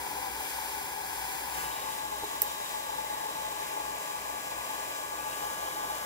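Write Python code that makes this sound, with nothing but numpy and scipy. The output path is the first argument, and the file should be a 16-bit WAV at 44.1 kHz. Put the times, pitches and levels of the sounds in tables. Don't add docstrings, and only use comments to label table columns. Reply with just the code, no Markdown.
import sys
import numpy as np
from scipy import signal
from scipy.fft import rfft, irfft
from scipy.io import wavfile
from scipy.ndimage import uniform_filter1d, map_coordinates

SR = 44100
rng = np.random.default_rng(int(sys.argv[2]) if len(sys.argv) > 2 else 0)


def log_audio(samples):
    frames = np.atleast_2d(samples).T
    limited = np.clip(frames, -1, 1)
    pcm = np.round(limited * 32767).astype(np.int16)
    wavfile.write(sys.argv[1], SR, pcm)


N = 266849

# (frequency [Hz], density pointing down [dB per Hz], aside [dB per Hz])
AIR_SPECTRUM = [(25, -99, -94), (38, -109, -104), (56, -73.5, -83), (95, -89, -89.5), (190, -88, -84.5),
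                (282, -84, -86), (642, -82, -79.5), (1400, -85, -86), (2930, -79.5, -80.5),
                (3100, -82.5, -81.5), (4700, -85, -87.5), (6000, -84.5, -86), (9160, -86.5, -91),
                (13300, -89, -91.5), (15300, -83.5, -87.5)]
# (frequency [Hz], width [Hz], lift pointing down [dB], lift aside [dB])
RESONANCES = [(127.6, 39, 6, 5.5), (306, 65, 6.5, 8), (406.6, 13, 10, 12), (520, 75, 5.5, 4),
              (771, 64, 14, -1), (858.7, 111.6, 15.5, 22.5), (991, 193, 11.5, 1.5), (1061, 177, 2, 14),
              (1600, 444, 8, 4.5), (1756, 87, -1, 3.5), (2006, 78, 5.5, 5.5), (2310, 35, 8.5, 5.5),
              (3816, 113, -1.5, 11), (4830, 83, 5.5, 6), (7250, 680, 1, 5.5), (7830, 260, -1.5, 3.5),
              (8300, 210, -0.5, 4.5), (11400, 3900, 6.5, 7)]
# (middle time [s], length [s], frequency [Hz], width [Hz], change [dB])
COLOUR_SHIFTS = [(2.54, 0.75, 640, 220, 4), (6.6, .8, 640, 170, 2.5), (3.8, 1.8, 894, 88, -5.5),
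                 (3.5, .4, 2430, 180, 3.5), (5.1, 0.5, 2560, 350, -7), (3.7, 2.4, 3770, 400, -5),
                 (3.4, 0.32, 6800, 690, 1), (5.5, .3, 8100, 560, -3)]
# (time [s], half length [s], lift [dB])
ROAR_SURGES = [(.2, 0.47, 2), (1.78, 0.46, 2), (3.272, 0.14, 0.8), (4.65, 0.16, 0.5), (5.755, 0.3, 1.5)]
# (time [s], half length [s], hiss lift averaged over the ports [dB], whine lift [dB])
NOZZLE_SWEEPS = [(1.626, 0.095, 2, 7), (5.337, 0.18, 1.5, 0.5)]
# (frequency [Hz], left minus right [dB], coherence [0-1], left leads by [rad])
PORTS_BASS = [(60, -4.5, 0.6, .24), (250, 1, 0.97, 0.15), (515, -0.6, 0.85, 0.28)]
PORTS_DOWN = [(654, 0, 0.95, 1.4), (806, 6.5, 0.97, 2.12), (970, 6, 0.76, 0.86), (1190, 2.5, .7, 2.5),
              (1450, 3, 0.8, 1.06), (2000, 1.5, 0, 1), (2440, 1.5, 0.3, 3.1), (2560, .3, .65, 3.1),
              (2750, 0, .98, 3.12), (3020, 0, .97, 3.16), (3300, 1, .1, 4.5), (4300, 0, .42, 5.8),
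              (5000, 1, .5, 6), (5600, 2, .4, 7), (6600, 1.5, .55, 9.4), (7200, 0, 0.5, 10.7),
              (8100, 4, 0.05, 12), (9250, 2.5, 0.16, 11.5), (11800, 2.5, 0, 12.3), (15000, 13, .08, 16)]
PORTS_ASIDE = [(693, -3, 0.67, 0.69), (782, 4, 0.9, 2.55), (1180, 7.5, 0.87, 2.19), (1370, -3, .6, 2.7),
               (1710, 6, 0.26, 2.4), (2060, -2, 0.55, 0.46), (2260, 8, 0.01, 4.1), (2900, -.5, .58, 3.2),
               (3300, -.5, .25, 2.9), (3700, -1.3, .8, 3.05), (4100, -1.5, .3, 3.3), (4450, 0, .75, 3.15),
               (4750, 1, .25, 4.4), (5400, .5, .45, 6.1), (6000, 0, .2, 6.5), (7300, 12, 0.2, 4.9),
               (7900, -8, 0.25, 6.1), (8300, 11, 0.5, 8.3), (9050, 4.5, 0.13, 7.3), (12000, 0, 0.14, 10),
               (14800, 10, .03, 9.1)]
PORTS_TILTED = [(694, -3, 0.8, 0.55), (760, 4.5, .85, 2.3), (1140, 2.5, 0.8, 2.4), (1400, -3, 0.7, 0.99),
                (1670, -5, 0.76, 1.4), (1980, 2, .3, 3.5), (2330, 16, 0, 2.6), (2700, -3, .5, 3),
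                (3100, -1.5, .3, .8), (3750, 3.5, .45, 2.2), (4350, .5, .7, 3.1), (5050, 1.5, .45, 3.5),
                (5600, 2, .25, 5.3), (6300, 3, .42, 6.1), (7100, 3, 0.5, 8.3), (7800, 3, 0.6, 10),
                (8300, 0, .3, 11), (9100, 5, .35, 12), (12000, .5, 0.1, 11.5), (14800, 12, .03, 13)]
# (lag pointing down [ms], lag aside [ms], relative strength [ratio, negative = inverted])
PATHS_LEFT = [(.43, .41, .07), (.8, .81, .1), (.905, .95, -.1), (1.47, 1.49, -.08)]
PATHS_RIGHT = [(.56, .45, -.12), (.884, .895, -.1), (1.05, 1.02, .07), (2.28, 2.26, -.06)]
SHAFT_MULTIPLES = [1, 5, 6, 7, 8, 9, 10, 11, 14, 15, 16, 20, 23, 30, 35, 43, 44, 45, 47, 48, 51]
# (level pointing down [dB], level aside [dB], left minus right [dB], left leads by [rad])
SHAFT_TONES = [(-68, -69, 1, .4), (-54, -53, 1, 2.6), (-63, -60, 6, 2.5), (-58, -46.5, 6, 2.3),
               (-64, -61.5, 1, 2.3), (-58, -55.5, 1, 2), (-55, -50.5, 4, 1.6), (-64, -68, 2, 2.8),
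               (-57, -63, 5, -2.8), (-62, -59.5, 0, -2.7), (-66, -70, 0, -3.1), (-66, -65.5, -1, 1.6),
               (-74, -71, -2, 3.1), (-61, -64.5, 1, -.8), (-70, -71, 1, -1.6), (-69, -65, 7, -3),
               (-73, -67, 5, -1.1), (-76, -67, 4, -.9), (-68, -62, 6, -1), (-71, -68, 2, -1.3),
               (-67, -72, 4, .5)]
# (time [s], tick level [dB], desk thud level [dB])
KNOCKS = [(.85, -28, -70), (2.224, -50, -47), (2.234, -31, -37.5), (2.24, -30, -46), (2.247, -32, -60),
          (2.4182, -4.5, -44), (2.4196, -7.5, -70)]
# (frequency [Hz], relative level [dB])
TICK_COLOUR = [(1000, -22), (4000, -25.5), (5400, -20), (6200, -20.5), (7900, -13), (9400, -20),
               (10700, -5.5), (11700, -10), (12800, -7), (13400, -1.5), (14500, -1), (15300, -5),
               (16500, -17)]
# (frequency [Hz], relative level [dB], decay time t60 [s])
DESK_MODES = [(133, -9, 0.083), (200, -14, 0.08), (336, -0.5, 0.067), (417, 1.5, 0.22), (555, -17, 0.082),
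              (850, 9.5, 0.041)]
# (time [s], half length [s], from [Hz], to [Hz], width [Hz], level [dB])
WHOOSHES = [(1.66, 0.19, 2300, 3900, 450, -55.5), (3.15, 0.12, 2100, 1627, 220, -52),
            (5.3, 0.18, 2300, 3070, 450, -52.5)]

TIME = np.arange(N) / SR
FREQS = np.maximum(np.fft.rfftfreq(N, 1 / SR), 1)
LEFT_RIGHT = np.array([[.5], [-.5]])
MAINS_HZ, TOP_HZ = 60, 15600
TURN_LAG_MS, TREMBLE_LAG_MS = 0.15, 0.007
THUD_RISE_S = 0.00077
TICK_T60_S, TICK_BALANCE_DB, TICK_LAG_S = .017, -7, .0002
ROOM_DB, ROOM_T60_S = -18, .165
RIPPLE_RAD = .02
SWING_S, SWING_LENGTH_S = 1.743, 0.77
LIFT_S, LIFT_LENGTH_S = 1.62, .3
TILT_S, TILT_LENGTH_S = 5.23, 0.47
SHAFT_HZ, SAG_HZ = 166.75, 1.4
SAG_S, SAG_ATTACK_S, SAG_HOLD_S, SAG_RELEASE_S = 1.5, .45, 1.15, 2.4
ROAR_DB, HISS_DB, WHINE_DB = -0.5, 1.5, 0.67
HISS_SAG_DB, WHINE_SAG_DB = -0.36, -4.5
HUM_ASIDE_DB = -1.5


def undb(db):
    return 10 ** (np.asarray(db) / 20)


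def spectra(table, at=FREQS):
    hz, *columns = np.transpose(table)
    return [np.interp(np.log(at), np.log(hz), column) for column in columns]


def walk(rate):
    hold = int(SR / rate)
    steps = np.repeat(rng.standard_normal(N // hold + 2), hold)
    smooth = uniform_filter1d(uniform_filter1d(steps, hold), hold)
    return 1.3 * smooth[:N]


def ease(s, length):
    part = np.clip((TIME - s) / length + .5, 0, 1)
    return .5 - .5 * np.cos(np.pi * part)


def swell(s, half):
    return np.exp(-((TIME - s) / half) ** 2)


def band(x, hz, width):
    return signal.lfilter(*signal.iirpeak(hz, hz / width, fs=SR), x)


def delay(x, ms, order=1):
    return map_coordinates(x, [(TIME - ms / 1000) * SR], order=order, mode="mirror")


def port_noise(ports):
    balance_db, coherence, lead = spectra(PORTS_BASS + ports)
    shared, *own = rfft(rng.standard_normal((3, N))) * np.sqrt(SR / 2)
    gain = undb(balance_db * LEFT_RIGHT)
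    gain /= np.sqrt(np.mean(gain ** 2, axis=0))
    common = np.sqrt(coherence) * shared * np.exp(1j * lead * LEFT_RIGHT)
    separate = np.sqrt(1 - coherence) * np.array(own)
    return gain * (common + separate)


def turn(air, turned):
    lag_ms = TURN_LAG_MS * turned + TREMBLE_LAG_MS * walk(4.2)
    return np.array([air[0], delay(air[1], lag_ms, order=5)])


def reflections(hiss, aside, tremor=0.026, strength=1.1):
    stretch = 1 + tremor * walk(2.99)
    heard = []
    for port, paths in zip(hiss, (PATHS_LEFT, PATHS_RIGHT)):
        echoes = 0
        for down_ms, aside_ms, share in paths:
            lag_ms = (down_ms + (aside_ms - down_ms) * aside) * stretch
            echoes = echoes + share * delay(port, lag_ms)
        heard.append(port + strength * echoes)
    return np.array(heard)


def airflow(aside, roar_db, hiss_db, split_hz=1500, beam_hz=6000, gust_db=0.5, flutter_db=0.94,
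            lean=0.67, middle_share=0.28):
    down_db, aside_db = spectra(AIR_SPECTRUM)
    for hz, width, lift_down_db, lift_aside_db in RESONANCES:
        bell = 1 / (1 + (2 * (FREQS - hz) / width) ** 2)
        down_db = down_db + lift_down_db * bell
        aside_db = aside_db + lift_aside_db * bell
    down = irfft(port_noise(PORTS_DOWN) * undb(down_db), N)
    flat = irfft(port_noise(PORTS_ASIDE) * undb(aside_db), N)
    raised = irfft(port_noise(PORTS_TILTED) * undb(aside_db), N)

    tilted = ease(TILT_S, TILT_LENGTH_S)
    swung = np.sqrt(1 - tilted) * flat + np.sqrt(tilted) * raised
    air = np.sqrt(1 - aside) * turn(down, ease(LIFT_S, LIFT_LENGTH_S))
    air += np.sqrt(aside) * turn(swung, aside - 1)
    for s, length, hz, width, db in COLOUR_SHIFTS:
        air = air + (undb(db * ease(s, length)) - 1) * band(air, hz, width)

    spectrum = rfft(air)
    roar = irfft(spectrum / (1 + (FREQS / split_hz) ** 4), N)
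    top = irfft(spectrum / (1 + (beam_hz / FREQS) ** 6), N)
    beam_db = sum(db * swell(s, half) for s, half, db, _ in NOZZLE_SWEEPS)
    beam_db = beam_db * (1 + lean * np.sign(LEFT_RIGHT))
    middle = (air - roar - top) * undb(middle_share * beam_db)
    hiss = middle + reflections(top * undb(beam_db), aside)
    return roar * undb(roar_db + gust_db * walk(16)) + hiss * undb(hiss_db + flutter_db * walk(11))


def motor_sag():
    corners = SAG_S + np.cumsum([0, SAG_ATTACK_S, SAG_HOLD_S, SAG_RELEASE_S])
    return np.interp(TIME, corners, [0, 1, 1, 0])


def shaft_angle(sag, wobble_hz=0.0471):
    speed_hz = SHAFT_HZ - SAG_HZ * sag + wobble_hz * walk(8)
    ripple = RIPPLE_RAD * np.sin(2 * np.pi * MAINS_HZ * TIME)
    return 2 * np.pi * np.cumsum(speed_hz) / SR + ripple


def whine(angle, aside):
    out = np.zeros((2, N))
    for multiple, (down_db, aside_db, balance_db, lead) in zip(SHAFT_MULTIPLES, SHAFT_TONES):
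        size = (1 - aside) * undb(down_db) + aside * undb(aside_db)
        tone = np.sqrt(2) * size * np.sin(multiple * angle + lead * LEFT_RIGHT)
        out += tone * undb(balance_db * LEFT_RIGHT)
    return out


def brushes(angle, line_db=-74, spread_db=2, balance_db=3, spark=0.75, size=4096):
    multiples = np.arange(24, 94)
    lines = np.zeros((2, size // 2 + 1), complex)
    chance = rng.standard_normal((2, len(multiples)))
    phases = np.exp(2j * np.pi * rng.random(chance.shape))
    lines[:, multiples] = undb(line_db + spread_db * chance) * phases
    tracks = irfft(lines) * size / np.sqrt(2)
    place = angle / (2 * np.pi) % 1 * size
    scrape = np.array([np.interp(place, np.arange(size), track) for track in tracks])
    throb = 1 + spark * np.cos(2 * np.pi * MAINS_HZ * TIME)
    return scrape * undb(balance_db * LEFT_RIGHT) * throb


def hum(hum_db=-63.5, balance_db=-4, waver=0.47):
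    swing = 1 + waver * (walk(8) + 1j * walk(22))
    tone = np.sqrt(2) * np.real(swing * np.exp(2j * np.pi * MAINS_HZ * TIME))
    return tone * undb(hum_db + balance_db * LEFT_RIGHT)


def knocks():
    ticks, thuds = np.zeros((2, N)), np.zeros(N)
    age = TIME[:SR // 2]
    port_age = age - TICK_LAG_S * np.array([[1], [0]])
    direct = (port_age >= 0) * undb(-60 * port_age / TICK_T60_S + TICK_BALANCE_DB * LEFT_RIGHT)
    room = undb(ROOM_DB - 60 * age / ROOM_T60_S)
    envelope = np.hypot(direct, room)
    thud = sum(undb(db - 60 * age / t60) * np.sin(2 * np.pi * hz * age) for hz, db, t60 in DESK_MODES)
    thud *= 1 - np.exp(-age / THUD_RISE_S)
    for s, tick_db, thud_db in KNOCKS:
        span = slice(int(s * SR), int(s * SR) + len(age))
        ticks[:, span] += undb(tick_db) * envelope * rng.standard_normal((2, len(age)))
        thuds[span] += undb(thud_db) * thud
    return irfft(rfft(ticks) * undb(spectra(TICK_COLOUR)[0]), N) + thuds


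def whooshes(balance_db=3, own_share=0.38):
    out = np.zeros((2, N))
    for s, half, from_hz, to_hz, width_hz, db in WHOOSHES:
        hz = from_hz + (to_hz - from_hz) * ease(s, 3 * half)
        lowpass = signal.butter(2, width_hz / 2, fs=SR, output="sos")
        noise = rng.standard_normal((3, N)) + 1j * rng.standard_normal((3, N))
        breath = signal.sosfilt(lowpass, noise)
        breath = np.real(breath * np.exp(2j * np.pi * np.cumsum(hz) / SR))
        mixed = np.sqrt(1 - own_share) * breath[0] + np.sqrt(own_share) * breath[1:]
        out += mixed / breath.std() * undb(db) * swell(s, half)
    return out * undb(balance_db * LEFT_RIGHT)


def scene():
    aside, sag = ease(SWING_S, SWING_LENGTH_S), motor_sag()
    roar_db = ROAR_DB + sum(db * swell(s, half) for s, half, db in ROAR_SURGES)
    hiss_db = HISS_DB + HISS_SAG_DB * sag
    sweep_db = sum(db * swell(s, half) for s, half, _, db in NOZZLE_SWEEPS)
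    whine_db = WHINE_DB + WHINE_SAG_DB * sag + sweep_db
    angle = shaft_angle(sag)
    air = airflow(aside, roar_db, hiss_db)
    motor = whine(angle, aside) * undb(whine_db) + brushes(angle) * undb(hiss_db)
    mains_hum = hum() * undb(HUM_ASIDE_DB * aside)
    return air + motor + mains_hum + knocks() + whooshes()


def record(dry):
    lowpass = signal.ellip(10, .1, 80, TOP_HZ, fs=SR, output="sos")
    return signal.sosfilt(lowpass, dry)


dry = scene()
out = record(dry)
log_audio(out)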